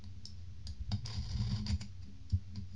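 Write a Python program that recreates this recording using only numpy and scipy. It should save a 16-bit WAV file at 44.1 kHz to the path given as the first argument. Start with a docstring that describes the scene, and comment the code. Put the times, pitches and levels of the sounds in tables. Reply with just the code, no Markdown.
"""The tip of a kitchen knife ticks against the paper seal of a small cardboard box, catching and snapping free.
Near 0.9 s it pierces the seal, then slits the seam in a rasp of tearing fibres, while the hand-held
box thuds and rumbles on the table. From 1.7 s come short scratches, the rustle of the loosened flap
and a few last ticks and thuds. A small room answers the blade, over a steady low hum."""
import sys
import numpy as np
from scipy import signal
from scipy.fft import rfft, irfft, next_fast_len
from scipy.io import wavfile
from scipy.ndimage import map_coordinates

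SR = 44100
rng = np.random.default_rng(int(sys.argv[2]) if len(sys.argv) > 2 else 0)


def store_pcm(level_fs):
    """Save levels as 16-bit WAV."""
    pcm = np.round(np.clip(level_fs, -1, 1) * 32767).astype(np.int16)
    wavfile.write(sys.argv[1], SR, np.atleast_2d(pcm).T)


N = 121275
T = np.arange(N) / SR
FFT_SIZE = next_fast_len(N + SR // 2)
HZ = np.fft.rfftfreq(FFT_SIZE, 1 / SR)

# Resonances where the steel tip meets paper: (frequency [Hz], relative level [dB])
TIP_SPECTRUM = [(1500, -37.5), (3000, -21.5), (3650, -17), (4100, -10), (4500, -2), (4950, 2.5),
                (5350, -10), (5650, -4), (6000, -16), (6450, -22), (6900, -15), (8000, -41.5),
                (9000, -29.5), (9700, -37), (10400, -42), (11500, -71), (14000, -110)]
# Midrange body of the cardboard: (frequency [Hz], relative level [dB])
CARDBOARD_SPECTRUM = [(150, -45.5), (300, -8), (400, 1), (480, 3), (570, -4), (720, 3.5), (850, -1),
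                      (1000, 9), (1230, -8), (1400, -2), (1750, -4.5), (2050, 0), (2650, -8.5), (3150, 1.5),
                      (3420, -1), (3750, 5), (4500, -53), (8000, -46)]
# Bright sizzle on top of ticks and cuts: (frequency [Hz], relative level [dB])
SIZZLE_SPECTRUM = [(3000, -65), (5500, 5.5), (6400, -5.5), (7000, 11), (7950, -22.5), (8900, -1),
                   (9700, -25), (10300, -11), (11000, -31), (12000, -44.5)]


def amp(db):
    """Decibels to gain."""
    return 10 ** (np.asarray(db) / 20)


def unit_rms(x):
    """Scale to rms 1."""
    return x / np.sqrt(np.mean(np.abs(x) ** 2) + 1e-20)


def log_interp(points, hz):
    """Read a curve of (Hz, value) points along a log frequency axis."""
    freqs, values = np.transpose(points)
    return np.interp(np.log(hz + 1), np.log(freqs + 1), values)


def envelopes(rows, fade_s=0.0099):
    """One gain curve for each dB column, fading out beyond the first and last time."""
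    times, *columns = np.transpose(rows)
    outside_s = np.maximum(0, np.maximum(times[0] - T, T - times[-1]))
    fade = np.exp(-(outside_s / fade_s) ** 2)
    return [amp(np.interp(T, times, db)) * fade for db in columns]


def wobble(knots_per_s):
    """A smooth random curve."""
    return map_coordinates(rng.standard_normal(N // 20), [T * knots_per_s], mode="wrap")


def filtered(x, response):
    """Pass x through a frequency response."""
    return irfft(rfft(x, FFT_SIZE) * response, FFT_SIZE)[:N]


def colour(spectrum):
    """Minimum-phase response of unit power, shaped by (Hz, dB) points."""
    cepstrum = irfft(np.log(amp(log_interp(spectrum, HZ))), FFT_SIZE)
    cepstrum[1:FFT_SIZE // 2] *= 2
    cepstrum[FFT_SIZE // 2 + 1:] = 0
    return unit_rms(np.exp(rfft(cepstrum)))


def noise(spectrum):
    """Coloured noise, rms near 1."""
    return filtered(rng.standard_normal(N), colour(spectrum))


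def fibre_breaks(per_s=6500, spread_db=0.5):
    """Paper tears as a dense train of tiny breaks of uneven size, rms 1."""
    breaks = rng.random(N) < per_s / SR
    polarity = rng.choice([-1, 1], N)
    size = amp(-spread_db * np.clip(rng.standard_normal(N), -2, 2))
    return unit_rms(breaks * polarity * size)


def knife_ticks():
    """The tip catches and snaps free: three quick snaps and a crumble of fibres giving way."""
    # One tick a row: (time [s], tip [dB], cardboard [dB], sizzle [dB], tip resonance [Hz],
    # resonance sharpness [factor], snap gap [s], second snap [dB re first], crumble [dB re first snap])
    ticks = [(.040, -53.5, -58.5, -84, 4400, 0.69, .0012, -21, -3.5),
             (.2545, -39.5, -69, -49, 5000, 0.88, .0013, -3, -1.5),
             (.670, -39, -56.5, -50, 4500, 0.63, .0018, -12, 3),
             (0.9173, -44.5, -38.5, -61, 4460, 0.83, .00135, -3, -3),
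             (1.060, -36, -63, -51, 4990, 0.92, .0014, 3, -8),
             (1.317, -44.5, -53, -70, 4810, 0.87, .002, -10, -1),
             (1.6641, -39.5, -50.5, -75, 4630, 1, .0018, -5, 22),
             (2.316, -79, -62, -80, 4650, 0.92, 0.0034, -0.5, 0),
             (2.558, -47.5, -55, -85, 4630, 1, .0012, -8, -2)]
    tip_reference_hz, crumble_t60_s, third_snap_drop_db = 4712, 0.035, 17.5
    hold_s = 0.0022  # a tick carries the energy of its level held this long
    cardboard, sizzle = colour(CARDBOARD_SPECTRUM), colour(SIZZLE_SPECTRUM)
    out = np.zeros(N)
    for start, tip_db, card_db, sizzle_db, tip_hz, sharpness, gap, second_db, crumble_db in ticks:
        crumble = fibre_breaks() * (T >= start) * amp(-60 * np.abs(T - start) / crumble_t60_s)
        force = amp(crumble_db) * crumble / np.linalg.norm(crumble)
        for k, snap_db in enumerate([0, second_db, second_db - third_snap_drop_db]):
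            force[round((start + k * gap) * SR)] += amp(snap_db)
        force *= np.sqrt(hold_s * SR) / np.linalg.norm(force)
        # How the tip sits in the paper shifts and damps its resonances.
        tip = colour([(hz * tip_hz / tip_reference_hz, db * sharpness) for hz, db in TIP_SPECTRUM])
        tick = filtered(force, amp(tip_db) * tip + amp(card_db) * cardboard + amp(sizzle_db) * sizzle)
        out += tick + room_tail(tick)
    return out


def knife_cuts():
    """The long slit and the short scratches: fibres tear while the blade's drag catches and eases."""
    # The long stroke along the seam: (time [s], tip rasp [dB], cardboard [dB])
    slit = [(1.035, -98, -89), (1.055, -60, -60.5), (1.095, -57.5, -60.5), (1.122, -53.5, -61.5),
            (1.165, -54.5, -62.5), (1.21, -58, -67.5), (1.29, -54.5, -61.5), (1.37, -57, -60.5),
            (1.405, -54, -58.5), (1.45, -56.5, -60.5), (1.53, -52, -55), (1.58, -52, -55.5),
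            (1.602, -53, -53.5), (1.625, -81, -100), (1.66, -71, -62), (1.68, -98, -71)]
    # Short scratches: (peak time [s], tip [dB], cardboard [dB], sizzle [dB], flap [dB],
    # rise [s], fall [s])
    scratches = [(.268, -48.5, -79, -64, -85, 0.0076, 0.0057), (.39, -69, -79, -91, -92, 0.041, .08),
                 (.917, -47, -65, -68, -64, 0.0073, 0.025), (1.06, -61.5, -62.5, -74, -60.5, 0.031, 0.26),
                 (1.666, -42.5, -52, -74, -61, 0.0034, 0.012), (1.677, -45, -54.5, -75, -54, 0.0059, 0.089),
                 (1.704, -49, -52, -47.5, -54, 0.014, 0.012),
                 (1.815, -48.5, -60, -53.5, -52.5, 0.029, 0.014),
                 (2.038, -59, -75, -80, -66.5, 0.037, 0.011), (2.302, -54.5, -72, -67, -81, .012, .025),
                 (2.559, -59.5, -66.5, -79, -64, 0.015, 0.049), (2.74, -71, -84, -84, -83, 0.13, 0.09)]
    # Rustle of the loosened flap: (frequency [Hz], relative level [dB])
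    flap_spectrum = [(1200, -15), (1800, -8), (2150, -2.5), (2600, -6), (3100, -13.5), (4500, -38.5)]
    sizzle_re_tip_db, peak_rounding = -22.5, 0.15
    catches_per_s, catch_db = 148.6, 3.5
    tip, cardboard = envelopes(slit)
    levels = np.array([tip, cardboard, tip * amp(sizzle_re_tip_db), np.zeros(N)])
    for peak_s, *peak_dbs, rise, fall in scratches:
        from_peak = np.maximum((peak_s - T) / rise, (T - peak_s) / fall)
        swell = amp(-40 * (np.hypot(from_peak, peak_rounding) - peak_rounding))
        levels += np.outer(amp(peak_dbs), swell)
    drag = unit_rms(amp(catch_db * np.clip(wobble(catches_per_s), -2, 1)))
    spectra = TIP_SPECTRUM, CARDBOARD_SPECTRUM, SIZZLE_SPECTRUM, flap_spectrum
    return sum(filtered(level * drag * fibre_breaks(), colour(spectrum))
               for level, spectrum in zip(levels, spectra))


def box_thuds():
    """Pushed against the table, the box gives soft thuds and a hollow ring."""
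    # Pushes on the box: (time [s], thud level [dB], thud pitch [Hz], ring level [dB])
    pushes = [(.63, -39, 77.1, -81), (0.673, -40.5, 84.4, -54), (0.786, -34.5, 62.2, -58),
              (.865, -35.5, 58.3, -75), (0.916, -27.5, 101, -37), (1.163, -30.5, 79.8, -45.5),
              (1.324, -32, 75, -46), (1.388, -31, 109, -40), (1.513, -28.5, 108, -37.5),
              (1.683, -29.5, 103.6, -39.5), (1.712, -25.5, 81.7, -40.5), (1.814, -71, 90, -45.5),
              (2.059, -43, 87.5, -51), (2.319, -22.5, 90, -41.5), (2.564, -36.5, 103.7, -41.5)]
    # Modes of the hollow box: (frequency [Hz], relative level [dB], t60 [s])
    modes = [(198.75, 3.5, 0.17), (226.6, -9.5, 0.16), (280.3, -18.5, 0.16), (389.8, -22.5, 0.18)]
    thud_rise_s, thud_tightness, ring_rise_s = 0.025, 4.1, 0.012
    out = np.zeros(N)
    for start, thud_db, thud_hz, ring_db in pushes:
        age = np.maximum(T - start, 0)
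        progress = age / thud_rise_s
        swell = (progress * np.exp(1 - progress)) ** thud_tightness
        out += amp(thud_db) * swell * np.sin(2 * np.pi * thud_hz * age)
        ring = sum(amp(db - 60 * age / t60) * np.sin(2 * np.pi * hz * age) for hz, db, t60 in modes)
        out += 2 * amp(ring_db) * (1 - np.exp(-age / ring_rise_s)) * ring
    return out


def box_rumble():
    """The box rumbles as the blade drags, and its hollow hums under the shifting fingers."""
    # Swell of the rumble under the blade: (time [s], level [dB])
    drag = [(.9, -45), (1.05, -43.5), (1.15, -43), (1.28, -43), (1.38, -38), (1.55, -40), (1.63, -42.5),
            (1.78, -53), (1.9, -50.5)]
    # Low weight of that rumble: (frequency [Hz], relative level [dB])
    rumble_spectrum = [(25, -36), (50, 10.5), (76, -4), (115, 13), (145, -9), (200, -32.5), (310, -38),
                       (600, -69)]
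    # Swell of the hollow under fingers and blade: (time [s], level [dB])
    handling = [(0, -58.5), (.15, -68.5), (.27, -56), (.45, -68.5), (.58, -64), (.85, -67.5), (1.1, -54.5),
                (1.3, -57.5), (1.53, -47.5), (1.62, -46), (1.8, -59), (1.93, -91), (2.08, -49.5),
                (2.25, -86.5), (2.45, -75.5), (2.54, -54), (2.66, -87), (2.75, -52)]
    # Boxy tone of the hollow: (frequency [Hz], relative level [dB])
    hollow_spectrum = [(100, -48.5), (170, -20), (190, -6), (203, 6), (220, -8), (245, -26), (310, -34.5),
                       (400, -25.5), (500, -36.5), (900, -66.5)]
    rumble = envelopes(drag)[0] * noise(rumble_spectrum)
    hollow = envelopes(handling)[0] * noise(hollow_spectrum)
    return rumble + hollow


def room_tail(x, level_db=-7, predelay_s=0.006):
    """The small room's short answer to x; each frequency dies at its own speed."""
    # Decay of the room: (frequency [Hz], t60 [s])
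    decay_times = [(200, 0.18), (1500, 0.2), (5000, 0.26), (10000, 0.18)]
    hz, t, grains = signal.stft(rng.standard_normal(SR // 2), SR, nperseg=256)
    decay = amp(-60 * t / log_interp(decay_times, hz)[:, None])
    tail = signal.istft(grains * decay, SR, nperseg=256)[1]
    response = rfft(tail / np.linalg.norm(tail), FFT_SIZE)
    predelay = np.exp(-2j * np.pi * HZ * predelay_s)
    return amp(level_db) * filtered(x, response * predelay)


def room_tone(waver_db=4, drift_rad=0.9, air_db=-52):
    """A slightly wavering appliance hum over faint room noise."""
    # Partials of the hum: (frequency [Hz], level [dB])
    partials = [(90.5, -56), (150.7, -73), (269.5, -76.5), (376.8, -94)]
    # Bass-heavy room noise: (frequency [Hz], relative level [dB])
    air_spectrum = [(15, -7.5), (30, -6.5), (48, -6), (75, 3), (112, -0.5), (135, -20.5), (170, -34),
                    (202, -14), (235, -26), (313, -36), (375, -28.5), (455, -35.5), (700, -38), (1300, -39),
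                    (3400, -37), (4800, -36), (6000, -38), (7000, -46.5), (8000, -62.5), (9300, -54.5),
                    (11000, -91)]
    hum = np.zeros(N)
    for hz, db in partials:
        rms = amp(db + waver_db * wobble(6.705))
        phase = 2 * np.pi * hz * T + drift_rad * wobble(7.3)
        hum += rms * np.sqrt(2) * np.sin(phase)
    return hum + amp(air_db) * noise(air_spectrum)


def scene():
    """Knife, box and room, mixed in mono."""
    cuts = knife_cuts()
    knife = knife_ticks() + cuts + room_tail(cuts)
    return (knife + box_thuds() + box_rumble() + room_tone())[None]


def record(dry, cutoff_hz=11500, dc_offset=-0.0045):
    """A steep high cut and a slight DC offset."""
    high_cut = 1 / (1 + (HZ / cutoff_hz) ** 60)
    return np.array([filtered(channel, high_cut) for channel in dry]) + dc_offset


dry = scene()
out = record(dry)
store_pcm(out)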